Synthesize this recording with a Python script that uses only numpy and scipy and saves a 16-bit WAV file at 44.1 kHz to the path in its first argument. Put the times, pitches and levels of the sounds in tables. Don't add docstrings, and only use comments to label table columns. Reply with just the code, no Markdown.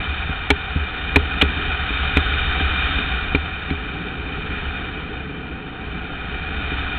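import sys
import numpy as np
from scipy import signal
from scipy.fft import rfft, irfft, next_fast_len
from scipy.io import wavfile

SR = 44100
rng = np.random.default_rng(int(sys.argv[2]) if len(sys.argv) > 2 else 0)


def master(y):
    cut = np.clip(np.atleast_2d(y).T, -1, 1)
    pcm = np.round(cut * 32767)
    wavfile.write(sys.argv[1], SR, pcm.astype(np.int16))


N = 307818
TIME = np.arange(N) / SR
USUAL_ROLL_DB = -27


def from_db(db):
    return 10 ** (np.asarray(db) / 20)


def unit_rms(x):
    return x / np.sqrt(np.mean(x ** 2) + 1e-20)


def automation(points):
    times, levels = np.transpose(points)
    return np.interp(TIME, times, levels)


def cut(x, hz, kind, order=2):
    return signal.sosfilt(signal.butter(order, hz, kind, fs=SR, output="sos"), x + 1e-18)


def drift(rate_hz):
    return unit_rms(cut(rng.standard_normal(N + SR), rate_hz, "low")[SR:])


def noise(spectrum):
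    hz, db = np.transpose(spectrum)
    size = next_fast_len(N)
    bins = np.fft.rfftfreq(size, 1 / SR) + 1e-3
    gain = from_db(np.interp(np.log(bins), np.log(hz), db))
    return unit_rms(irfft(rfft(rng.standard_normal(size)) * gain, size)[:N])


def ring(force, modes):
    out, height = 0, 0
    for hz, width, db in modes:
        radius = np.exp(-np.pi * width / SR)
        gain = from_db(db) * (1 - radius ** 2)
        feedback = [1, -2 * radius * np.cos(2 * np.pi * hz / SR), radius ** 2]
        out = out + signal.lfilter([gain / 2, 0, -gain / 2], feedback, force + 1e-18)
        height += gain
    return out / height


def add(track, time, piece):
    at = round(time * SR)
    track[at:at + len(piece)] += piece[:N - at]


# (time [s], level [dB])
WIND_LEVEL = [(0.0, -37), (0.52, -40.5), (1.52, -31.5), (1.88, -36.5), (2.47, -33.5), (3.58, -37.5),
              (3.95, -33), (6.67, -35.5), (6.98, -36.5)]
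# (frequency [Hz], relative level [dB])
WIND_EQ = [(50, -15), (110, -2.5), (160, 2.5), (210, -3), (300, -4), (365, -9), (428, -4), (475, -16),
           (515, -10), (565, -35.5), (900, -41.5), (2000, -60)]
# (frequency [Hz], bandwidth [Hz], relative level [dB])
MOUNT_MODES = [(75.8, 13, 11), (161, 49, 2), (268.5, 48, 6), (407.4, 26.6, 5), (484, 22, -29.5)]
def wind_buffeting(shell_db=-6.0, air_db=-0.6, gust_db=1.0):
    pressure = cut(rng.standard_normal(N), 130, "high", order=4)
    pressure = cut(pressure, 500, "low", order=10)
    shell = from_db(shell_db) * unit_rms(ring(pressure, MOUNT_MODES))
    air = from_db(air_db) * noise(WIND_EQ)
    return (shell + air) * from_db(automation(WIND_LEVEL) + gust_db * drift(rate_hz=20))


# (frequency [Hz], relative level [dB])
RUMBLE_EQ = [(8, -19), (20, -11), (35, -8.5), (52, -6), (66, -1.5), (78, -10.5), (90, -11.5), (105, -18.5),
             (200, -26.5), (500, -41.5)]
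def mount_bounce(roughness_db, level_db=-28, drone_hz=74, wander_hz=3.44, drone_db=-5.0, swell_db=0.5):
    pitch_hz = drone_hz + wander_hz * drift(rate_hz=13)
    phase = 2 * np.pi * np.cumsum(pitch_hz) / SR
    swell = from_db(-swell_db * drift(rate_hz=3.7))
    drone = from_db(drone_db) * unit_rms(np.sin(phase) * swell)
    return from_db(level_db + roughness_db) * (drone + noise(RUMBLE_EQ))


# (time [s], level [dB])
ROLL_LEVEL = [(0.0, -27), (0.58, -30), (1.92, -25), (2.31, -24), (2.93, -23.5), (3.5, -30.5), (4.2, -32),
              (4.61, -29.5), (5.4, -36.5), (5.7, -36), (6.75, -28), (6.98, -28.5)]
# (frequency [Hz], bandwidth [Hz], relative level [dB])
BOARD_MODES = [(769, 34, -2.5), (1297, 46, -5), (1450, 110, -1), (1590, 160, -9), (1825, 220, -9.5),
               (2365, 92, -1.5), (2431, 59, -1), (2864, 120, -10), (3022, 98, -8), (3607, 55, -6),
               (3546, 140, -14.5)]
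# (frequency [Hz], relative level [dB])
HISS_EQ = [(450, -23.5), (600, -20.5), (690, 4), (900, 5), (1100, -7), (1500, 8), (2100, 2.5), (2800, -6.5),
           (3400, -8), (3800, -9), (4000, -17.5), (4300, -3.5), (4600, -22), (6000, -49)]
def wheels(roughness_db, stones_per_s=5000, size_db=2.0, hiss_db=-9.0, leak_db=-29, patch_db=0.5,
           urethane_hz=3740, deck_hz=1000, treble_hz=3300, trim_db=0.33):
    sizes = from_db(size_db * np.minimum(rng.exponential(1, N), 5))
    polarity = rng.choice([-1, 1], N)
    grit = sizes * polarity * (rng.random(N) < stones_per_s / SR)
    roll = unit_rms(ring(grit, BOARD_MODES)) + from_db(hiss_db) * noise(HISS_EQ)
    roll = cut(roll, urethane_hz, "low", order=36) + from_db(leak_db) * noise(HISS_EQ)
    deck_gain, treble_gain = from_db(-0.44 * roughness_db), from_db(0.67 * roughness_db)
    roll = deck_gain * cut(roll, deck_hz, "low", order=5) + cut(roll, deck_hz, "high", order=5)
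    roll = cut(roll, treble_hz, "low", order=7) + treble_gain * cut(roll, treble_hz, "high", order=7)
    patches_db = patch_db * drift(rate_hz=27)
    return roll * from_db(USUAL_ROLL_DB + roughness_db + trim_db + patches_db)


# (time [s], relative force [dB], contact length [s])
BUMP_CUES = [(0.294, -16.5, 0.0042), (0.5032, -1, 0.00093), (0.76, -13.5, 0.0041), (1.1593, -1, 0.0015),
             (1.4262, -9, 0.0016), (1.905, -21.5, 0.0026), (2.1692, -8, 0.002), (2.608, -18.5, 0.0024),
             (2.987, -19.5, 0.0023), (3.3475, -9, 0.0018), (3.7101, -13, 0.0028), (4.747, -27, 0.004),
             (6.719, -20.5, 0.0024)]
def bumps(level_db=5.5, jolt_delay_s=0.0145, jolt_db=-15.5):
    force = np.zeros(N)
    unit_push_samples = SR * 0.00057
    for time, db, contact_s in BUMP_CUES:
        half_sine = np.sin(np.pi * np.minimum(TIME[:SR // 50] / contact_s, 1))
        push = -from_db(db + level_db) * half_sine / unit_push_samples
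        add(force, time, push)
        add(force, time + jolt_delay_s, from_db(jolt_db) * push)
    return ring(force, MOUNT_MODES)


# (time [s], relative level [dB], chatter length [s], pitch [Hz])
CLACK_CUES = [(0.5035, 3, 0.0074, 2302), (1.1591, 10, 0.0042, 2430), (1.4135, -0.5, 0.0075, 2970),
              (1.4198, 1.5, 0.0041, 2470), (2.1713, -2.5, 0.0043, 2450), (3.3495, -9, 0.0066, 2400),
              (3.704, -17.5, 0.0042, 2290)]
def camera_strikes(rebound_s=0.0065, loss_db=15.5, rebound_pitch_ratio=0.39):
    for time, db, chatter_s, hz in CLACK_CUES:
        yield time, db, chatter_s, hz
        for k in (1, 2):
            yield time + k * rebound_s, db - k * loss_db, chatter_s, hz * rebound_pitch_ratio


# (frequency [Hz], bandwidth [Hz], relative level [dB])
CASE_MODES = [(834, 47, 5.5), (1040, 400, -9.5), (1586, 800, 5.5), (2370, 72, 12.5), (3220, 190, -0.5),
              (3300, 215, -39.5)]
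def case_clacks(chatter=0.077, crack_db=5.5, squeak_db=-5.5, case_db=2.0, crack_width_hz=1500):
    track, t = np.zeros(N), TIME[:SR // 20]
    for time, db, chatter_s, hz in camera_strikes():
        contact = np.exp(-(t / chatter_s) ** 2)
        force = chatter * rng.standard_normal(len(t)) * contact
        force[0] = 1
        crack = from_db(crack_db) * ring(force, [(hz, crack_width_hz, 0)])
        squeak = from_db(squeak_db) * contact * np.sin(2 * np.pi * hz * t)
        body = from_db(case_db) * ring(force, CASE_MODES)
        add(track, time, from_db(db) * (crack + squeak + body))
    return cut(track, 3700, "low", order=4)


def scene():
    roughness_db = automation(ROLL_LEVEL) - USUAL_ROLL_DB
    ride = wheels(roughness_db) + mount_bounce(roughness_db)
    return (ride + wind_buffeting() + bumps() + case_clacks())[None]


def record(dry, input_ceiling=0.59, output_ceiling=0.72, band_hz=4720, top_hz=15800):
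    lowpass = signal.cheby2(16, 60, band_hz, fs=SR, output="sos")
    narrow = signal.sosfilt(lowpass, np.clip(dry, -input_ceiling, input_ceiling))
    clipped = np.clip(narrow, -output_ceiling, output_ceiling)
    return cut(clipped, top_hz, "low", order=16)


dry = scene()
out = record(dry)
master(out)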